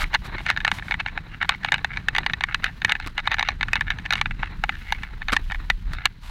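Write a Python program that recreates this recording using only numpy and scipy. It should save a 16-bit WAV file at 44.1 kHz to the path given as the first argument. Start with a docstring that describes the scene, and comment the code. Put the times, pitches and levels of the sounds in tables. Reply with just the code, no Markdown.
"""Skateboarding with a hand-held camera

A skateboarder rolls over smooth concrete, hops onto a low ledge, flips the board and drops off again.
A hand-held action camera follows: its plastic case knocks and chafes in the mount, far louder than the board.
Sharp pushes ring the case; tiny slips make it rasp. Board blows are bursts of noise over a low thud.
Wheels, shoes, clothes, wind and a faint hiss are coloured noise.
"""
import sys
import numpy as np
from scipy import signal
from scipy.fft import rfft, irfft
from scipy.io import wavfile

SR = 44100
rng = np.random.default_rng(int(sys.argv[2]) if len(sys.argv) > 2 else 0)


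def master(y):
    """Save y as 16-bit WAV."""
    cut = np.clip(np.atleast_2d(y).T, -1, 1)
    pcm = np.round(cut * 32767)  # scale
    wavfile.write(sys.argv[1], SR, pcm.astype(np.int16))


N = 277830  # samples, 6.3 s
TIME = np.arange(N) / SR


def from_db(db):
    """Decibels to gain."""
    return 10 ** (np.asarray(db) / 20)


def rms_one(x):
    """Scale to an average (rms) strength of 1."""
    return x / np.sqrt(np.mean(x ** 2) + 1e-20)


def in_time(rows):
    """One curve per column, joined by straight lines."""
    s, *columns = np.transpose(rows)
    return [np.interp(TIME, s, column) for column in columns]


def add(out, s, sound):
    """Mix a sound in at its moment."""
    start = max(round(s * SR), 0)
    out[start:start + len(sound)] += sound[:max(N - start, 0)]


def butter(hz, kind, order=2):
    """Sections of a Butterworth low- or high-pass filter."""
    return signal.butter(order, min(hz, .45 * SR), kind, fs=SR, output="sos")


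def cut(x, hz, kind, order=2):
    """Low- or high-pass a sound."""
    return signal.sosfilt(butter(hz, kind, order=order), x)


def drift(rate):
    """Smooth chance with spread 1, changing about rate times a second."""
    steps = 4096
    hz = np.fft.rfftfreq(steps, N / SR / steps)
    spectrum = rfft(rng.standard_normal(steps))
    slow = irfft(spectrum / (1 + (hz / rate) ** 2))
    return np.interp(TIME, np.linspace(0, N / SR, steps), rms_one(slow))


def noise(spectrum):
    """Noise of a given colour that falls away beyond its ends; rms 1."""
    hz = np.fft.rfftfreq(N, 1 / SR) + 1e-3  # avoids log(0)
    at, db = np.transpose(spectrum)
    colour = from_db(np.interp(np.log(hz), np.log(at), db))
    ends = np.minimum(1, np.minimum(hz / at[0], at[-1] / hz)) ** 2
    return rms_one(irfft(rfft(rng.standard_normal(N)) * colour * ends, N))


def resonate(x, hz, width_hz):
    """A resonance with gain 1 at its top; a narrower one rings longer."""
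    r = np.exp(-np.pi * width_hz / SR)
    top = np.array([1, 0, -1]) * (1 - r * r) / 2
    ringing = [1, -2 * r * np.cos(2 * np.pi * hz / SR), r * r]
    return signal.lfilter(top, ringing, x + 1e-18)


def stroke(s, length, power=2):
    """Samples and gain of one stroke, at half height over its length; a higher power flattens its top."""
    near = slice(max(int((s - 2 * length) * SR), 0), int((s + 2 * length) * SR))
    return near, .5 ** (np.abs(2 * (TIME[near] - s) / length) ** power)


def hiss(level_db=-68.0, hz=4100, width_hz=800):
    """A faint steady hiss with a narrow, boxy colour: noise through the same resonance twice."""
    once = resonate(rng.standard_normal(N), hz, width_hz)
    return from_db(level_db) * rms_one(resonate(once, hz, width_hz))


# air on the microphone: (time [s], relative buffeting level [dB], relative flutter level [dB])
WIND_LEVELS = [(0, -31, -39.5), (.3, -37, -42), (.75, -40.5, -39.5), (1.1, -41.5, -42.5),
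               (2.4, -39.5, -40.5), (3.15, -40.5, -44.5), (3.8, -35, -38), (4.4, -35, -40),
               (5.15, -35.5, -45), (5.47, -31.5, -44), (5.8, -33.5, -45), (5.95, -29, -42),
               (6.16, -51, -48), (6.3, -33.5, -52)]
# colour of the slow buffeting: (frequency [Hz], relative density [dB per Hz])
BUFFET_COLOUR = [(15, -17), (30, -3), (50, -11.5), (80, -17.5), (160, -50)]
# colour of the quicker flutter: (frequency [Hz], relative density [dB per Hz])
FLUTTER_COLOUR = [(40, -8.5), (75, 0.5), (110, -2), (170, -3.5), (250, -14), (400, -27), (700, -42),
                  (1500, -24)]


def wind(buffet_level_db=2.0, flutter_level_db=0.0, lumpy_db=3.0):
    """Slow buffeting and a quicker, lumpy flutter of the air stream."""
    buffet_db, flutter_db = in_time(WIND_LEVELS)
    buffet = from_db(buffet_db + buffet_level_db) * noise(BUFFET_COLOUR)
    flutter_gain = from_db(flutter_db + flutter_level_db + lumpy_db * drift(37))
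    return buffet + flutter_gain * noise(FLUTTER_COLOUR)


# shoes and clothes brush: (middle time [s], relative level [dB], length at half height [s])
BRUSH_STROKES = [(0.018, -30.5, 0.039), (0.259, -42.5, 0.031), (0.43, -51.5, 0.075), (0.759, -41, 0.06),
                 (0.879, -49, 0.1), (5.938, -48, 0.028), (6.281, -45.5, 0.1)]
# colour of the brushing: (frequency [Hz], relative density [dB per Hz])
BRUSH_COLOUR = [(400, -19), (900, 3), (1600, 0), (3800, -3), (5500, -11), (8500, -16.5), (12500, -19.5),
                (16000, -26)]


def brushes(level_db=0.0, grain_db=-1.5):
    """Soles and cloth give short grainy swishes."""
    gain = np.zeros(N)
    for s, db, length in BRUSH_STROKES:
        near, shape = stroke(s, length, power=2.8)
        gain[near] += from_db(db) * shape
    grain = from_db(level_db + grain_db * drift(140))
    return gain * grain * noise(BRUSH_COLOUR)


# wheels on concrete: (time [s], relative roar level [dB], relative grit hiss level [dB])
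ROLL_LEVELS = [(0, -42.5, -50.5), (1.1, -44, -60), (1.5, -45, -56), (2.2, -43.5, -61), (2.75, -47.5, -53.5),
               (3.14, -47, -59), (4.45, -48, -60), (4.85, -49, -48.5), (5.15, -48, -57),
               (5.52, -46.5, -49.5), (5.85, -49, -56.5), (6.3, -54, -62)]
# colour of the roar: (frequency [Hz], relative density [dB per Hz])
ROAR_COLOUR = [(300, 11), (550, 0.5), (900, 9.5), (1300, 6), (1850, 10), (2400, 3.5), (3200, -9),
               (4000, 3.5), (5000, -34), (7000, -49)]
# colour of the grit: (frequency [Hz], relative density [dB per Hz])
GRIT_COLOUR = [(3000, 13.5), (5500, 1), (6800, -2.5), (8200, -7.5), (11000, -6), (16000, -7)]


def wheels(roar_level_db=-7.0, grit_level_db=-5.5, uneven_db=6.0, grain_db=2.5):
    """Wheels roar on the concrete, wavering with the surface, and crackle on its grit."""
    roar_db, grit_db = in_time(ROLL_LEVELS)
    roar = from_db(roar_db + roar_level_db + uneven_db * drift(22.4)) * noise(ROAR_COLOUR)
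    grit = from_db(grit_db + grit_level_db + grain_db * drift(120)) * noise(GRIT_COLOUR)
    return roar + grit


# board and shoes hit the concrete: (time [s], relative clatter level [dB],
# clatter's time to fade by 60 dB [s], thud level [dB], thud pitch [Hz])
BOARD_BLOWS = [(0.726, -51, .08, -21, 175), (3.063, -29.5, 0.094, -29, 294),
               (3.074, -26.5, 0.015, -35, 265), (4.166, -29.5, 0.078, -41, 212),
               (5.321, -21, 0.058, -58, 300), (5.327, -26, 0.025, -20, 227),
               (5.333, -22.5, 0.057, -57, 218), (5.934, -27.5, 0.035, -30, 128)]
# colour of deck and wheels on concrete: (frequency [Hz], relative density [dB per Hz])
CLACK_COLOUR = [(300, -10.5), (500, -16.5), (850, -14.5), (1200, -3), (1600, -6), (2100, -6), (2600, -15),
                (3900, -13.5), (6500, -30.5), (8300, -31), (16000, -48)]


def board(clatter_db=5.0, thud_width_hz=50, tail_db=-24, tail_t60=0.075):
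    """A blow is a dying clatter of deck and wheels over a low thud, with a faint tail off the concrete."""
    out = np.zeros(N)
    t = TIME[:SR // 3]
    clack = noise(CLACK_COLOUR) * from_db(clatter_db * drift(150))
    for s, db, t60, thud_db, thud_hz in BOARD_BLOWS:
        fade = from_db(-60 * t / t60) + from_db(tail_db - 60 * t / tail_t60)
        clatter = fade * np.roll(clack, -round(s * SR))[:len(t)]
        thud = np.sin(2 * np.pi * thud_hz * t) * np.exp(-np.pi * thud_width_hz * t)
        add(out, s, from_db(db) * clatter + from_db(thud_db) * thud)
    return out


# every rub rasps near one pitch, higher or lower with the grip
RASP_HZ, RASP_SPREAD_OCTAVES = 1867, .13
# the case chafes as the hand jolts the camera:
# (middle time [s], relative level [dB], length at half height [s])
CASE_RUBS = [(0.018, -28, 0.049), (0.143, -24, 0.026), (0.37, -39.5, 0.068), (0.495, -26.5, 0.045),
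             (0.673, -33.5, 0.035), (0.923, -26.5, 0.019), (1.002, -27.5, 0.014), (1.076, -36.5, 0.037),
             (1.334, -42, 0.045), (1.422, -24, 0.018), (1.523, -33, 0.05), (1.659, -34.5, 0.041),
             (1.744, -28, 0.032), (1.947, -38.5, 0.093), (2.156, -34, 0.025), (2.43, -33, 0.024),
             (2.514, -35.5, 0.055), (2.663, -31.5, 0.057), (2.9, -27.5, 0.033), (3.034, -41, 0.04),
             (3.19, -27, 0.02), (3.259, -36, 0.034), (3.324, -27, 0.027), (3.476, -35, 0.063),
             (3.754, -37.5, 0.069), (3.904, -32, 0.055), (4.06, -30.5, 0.02), (4.126, -31.5, 0.025),
             (4.183, -35, 0.028), (4.441, -41, 0.076), (4.743, -41.5, 0.036), (4.926, -42, 0.25),
             (5.294, -29.5, 0.019), (5.991, -42, 0.15), (6.059, -26.5, 0.016)]
# what the case rings with, when rubbed or knocked: (frequency [Hz], width [Hz], relative level [dB])
CASE_MODES = [(823, 163, -5.5), (1156, 160, -6.5), (1427, 327, -3), (1779, 124, 4.5), (1989, 60, -2.5),
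              (2228, 150, 1), (2563, 84, -3), (2850, 177, -6), (3710, 165, -6.5), (4150, 158, -14),
              (4756, 140, -24), (5860, 210, -32), (6450, 360, -37), (7800, 140, -92), (10570, 400, -45.5),
              (14000, 880, -45)]


def chafing(level_db=2.5, slips_per_s=1000, size_db=6.0, wander_db=6.0, rasp_width_hz=420,
            rasp_db=4.5, case_db=8.0, soft_hz=4200, low_cut_hz=680):
    """Plastic sticks and slips in tiny steps that ring the case; each rub also rasps at a pitch set by its grip."""
    happens = rng.random(N) < slips_per_s / SR
    direction = rng.choice([-1, 1], N)
    size = from_db(size_db * np.minimum(rng.exponential(1, N), 4))
    slips = cut(cut(happens * direction * size, soft_hz, "low"), low_cut_hz, "high")
    rings = np.zeros(N)
    for k, (hz, width_hz, db) in enumerate(CASE_MODES):
        wandering_gain = from_db(db + wander_db * drift(8.8))
        rings += (-1) ** k * wandering_gain * resonate(slips, hz, width_hz)
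    out = np.zeros(N)
    for s, db, length in CASE_RUBS:
        near, shape = stroke(s, length)
        pitch_hz = RASP_HZ * 2 ** (RASP_SPREAD_OCTAVES * rng.standard_normal())
        rasp = cut(resonate(slips[near], pitch_hz, rasp_width_hz), 2 * pitch_hz, "low")
        ring_part = from_db(case_db) * rms_one(rings[near])
        rasp_part = from_db(rasp_db) * rms_one(rasp)
        rub = shape * (ring_part + rasp_part)
        out[near] += from_db(db + level_db) * rms_one(rub) * np.sqrt(np.mean(shape ** 2))
    return out


LEAD_S = .015  # room for the case to slide before it strikes


def contact(db, gap_s=0.001117, rebound_db=-5.0, hard_db=-12.5, light_loss=0.11, soft_hz=4500,
            scuff_db=-30.5, slide_s=0.00068, settle_s=0.0037, count=4):
    """Force of one knock: the case slides in, strikes, rebounds (less after a light knock) and scuffs to rest."""
    t = TIME[:SR // 12] - LEAD_S
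    strike = int(LEAD_S * SR)
    scuff_shape = np.exp(np.minimum(t / slide_s, -t / settle_s))
    force = from_db(scuff_db) * scuff_shape * rng.standard_normal(len(t))
    lags = np.cumsum(gap_s * rng.uniform(0.16, 1.486, count))
    # each rebound loses this much again
    loss_db = min(rebound_db + light_loss * (db - hard_db), -1)
    rebounds = from_db(loss_db * np.arange(1, count + 1)) * rng.choice([-1, 1], count)
    force[strike + (lags * SR).astype(int)] += rebounds
    force = cut(force, soft_hz, "low", order=1)
    force[strike] += 1  # the strike itself stays sharp
    return force


# after a knock the case drops back and ticks softly, however hard the knock was
BOUNCE_MIN_S, BOUNCE_MAX_S, BOUNCE_DB, BOUNCE_SPREAD_DB = 0.00396, .012, -37.5, 3.5
# a rub shakes loose a tick, this far above the rub's listed level; ticks and bounces have little snap
RATTLE_DB, LIGHT_SNAP_DB = 2, -7


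def light_knocks():
    """Every knock bounces once and every rub has one loose tick: (time [s], level [dB], treble snap [dB])."""
    light = []
    for s, _, _ in CASE_KNOCKS:
        moment = s + rng.uniform(BOUNCE_MIN_S, BOUNCE_MAX_S)
        light.append((moment, BOUNCE_DB + BOUNCE_SPREAD_DB * rng.standard_normal(), LIGHT_SNAP_DB))
    for s, db, length in CASE_RUBS:
        moment = s + length * rng.uniform(-0.15, .5)
        light.append((moment, db + RATTLE_DB, LIGHT_SNAP_DB))
    return light


BODY_PER_SNAP = 0.083  # a snappier knock wakes the low modes more (dB per dB of snap)
# the case knocks in its mount: (time [s], level [dB], treble snap [dB])
CASE_KNOCKS = [(0.1407, -19.5, 23), (0.147, -13.5, 23), (0.153, -21, 15.5), (0.3837, -30, 2),
               (0.4641, -20, 15), (0.501, -12.5, 19), (0.5634, -25, 1), (0.5737, -19.5, 17),
               (0.604, -25.5, 0), (0.6486, -13, 19), (0.678, -15, 4), (0.7156, -15, 18), (0.7857, -30, 7),
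               (0.8238, -29.5, -27), (0.8827, -29, -8), (0.91, -18.5, 22), (0.9414, -20.5, -6), (1, -23, 2),
               (1.0617, -21, 6), (1.1759, -20.5, -1), (1.4284, -22, -15), (1.4466, -28.5, -28),
               (1.4926, -10, 5), (1.647, -17, 17), (1.6863, -22.5, -5), (1.7205, -11, 5), (1.7415, -14, 12),
               (1.781, -30.5, -6), (1.8456, -15.5, 17), (1.9718, -21.5, 16), (2.0846, -12.5, 18),
               (2.15, -19, 13), (2.1634, -18, 15), (2.183, -14, 19), (2.2322, -31, -20),
               (2.2631, -15.5, 22), (2.2977, -22, 8), (2.3346, -17.5, 17), (2.4084, -22, 9),
               (2.4378, -13.5, -1), (2.545, -14.5, 15), (2.6422, -13.5, 23), (2.8183, -24, 16),
               (2.8475, -9.5, 13), (2.895, -16.5, 15), (2.9203, -12, 14), (2.9522, -21, -12),
               (3.0001, -27, 8), (3.1792, -20, 17), (3.274, -14, 5), (3.3158, -17.5, 19), (3.3425, -18, 22),
               (3.368, -35, -19), (3.3841, -21.5, 8), (3.394, -16, 18), (3.409, -20.5, -25),
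               (3.427, -17, 23), (3.487, -15, 18.5), (3.6097, -19.5, 7), (3.6296, -16, 14),
               (3.684, -25.5, -15), (3.7322, -12, 21), (3.7556, -17, 20), (3.7657, -22.5, -22),
               (3.8095, -15.5, -15), (3.9038, -17.5, 19.5), (3.9862, -29.5, 22), (4.1063, -16, 24),
               (4.1251, -16, 20), (4.1343, -16.5, 23), (4.155, -21.5, 5), (4.213, -14, 15),
               (4.2576, -19.5, -8), (4.3093, -26, -37), (4.431, -18.5, -54), (4.6381, -15, 8),
               (4.6928, -16.5, 2), (4.923, -15, 29), (5.0342, -26, -39), (5.2185, -26.5, -14),
               (5.284, -20, 18), (5.3654, -11.5, 5), (5.5001, -30.5, -29), (5.52, -22.5, -29),
               (5.5463, -27, -15), (5.7003, -11, 24), (6.0553, -9.5, 29)]
# strength of the low modes in the knocks, before the share from snap: (time [s], level [dB])
KNOCK_BODY = [(0, 0.5), (1.5, 3), (2.4, -0.5), (2.9, -5), (3.2, 3), (4.3, -1), (4.6, 3.5), (6.3, 2.5)]


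def knocks(level_db=0.0, scatter_db=2.5, detune=0.014, snap_hz=5000, body_hz=1250,
           low_cut_hz=680, high_cut_hz=8200):
    """Each knock rings the case; where it lands shifts the strength and, slightly, the pitch of every mode."""
    hz, width_hz, mode_db = np.transpose(CASE_MODES)
    signs = (-1) ** np.arange(len(hz))
    strike = int(LEAD_S * SR)
    attack = slice(strike, strike + SR // 184)  # the first 5 ms set the level
    # the small case radiates no bass, and plastic swallows the highest treble
    shell = np.vstack([butter(low_cut_hz, "high", order=3), butter(high_cut_hz, "low")])
    out = np.zeros(N)
    for s, db, snap_db in CASE_KNOCKS + light_knocks():
        force = contact(db)
        # a snappier contact wakes the high modes, and slightly the low ones,
        # whose strength also drifts over time
        body_db = np.interp(s, *np.transpose(KNOCK_BODY)) + BODY_PER_SNAP * snap_db
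        colour_db = snap_db / (1 + (snap_hz / hz) ** 4) + body_db / (1 + (hz / body_hz) ** 8)
        scattered_db = scatter_db * rng.standard_normal(len(hz))
        gains = signs * from_db(mode_db + colour_db + scattered_db)
        pitches = hz * (1 + detune * rng.standard_normal(len(hz)))
        modes = sum(g * resonate(force, f, w) for g, f, w in zip(gains, pitches, width_hz))
        ring = signal.sosfilt(shell, modes)
        add(out, s - LEAD_S, from_db(db + level_db) * ring / np.std(ring[attack]))
    return out


def scene():
    """Everything reaches the one microphone, in the open air."""
    background = hiss() + wind()
    skating = brushes() + wheels() + board()
    camera_case = chafing() + knocks()
    return (background + skating + camera_case)[None, :]


def record(dry, overload=.49, cutoff_hz=15800):
    """The hardest knocks overload and are rounded; the top is cut."""
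    rounded = dry / (1 + (dry / overload) ** 8) ** (1 / 8)
    top_cut = signal.ellip(10, .1, 80, cutoff_hz, fs=SR, output="sos")
    return signal.sosfilt(top_cut, rounded)


dry = scene()
out = record(dry)
master(out)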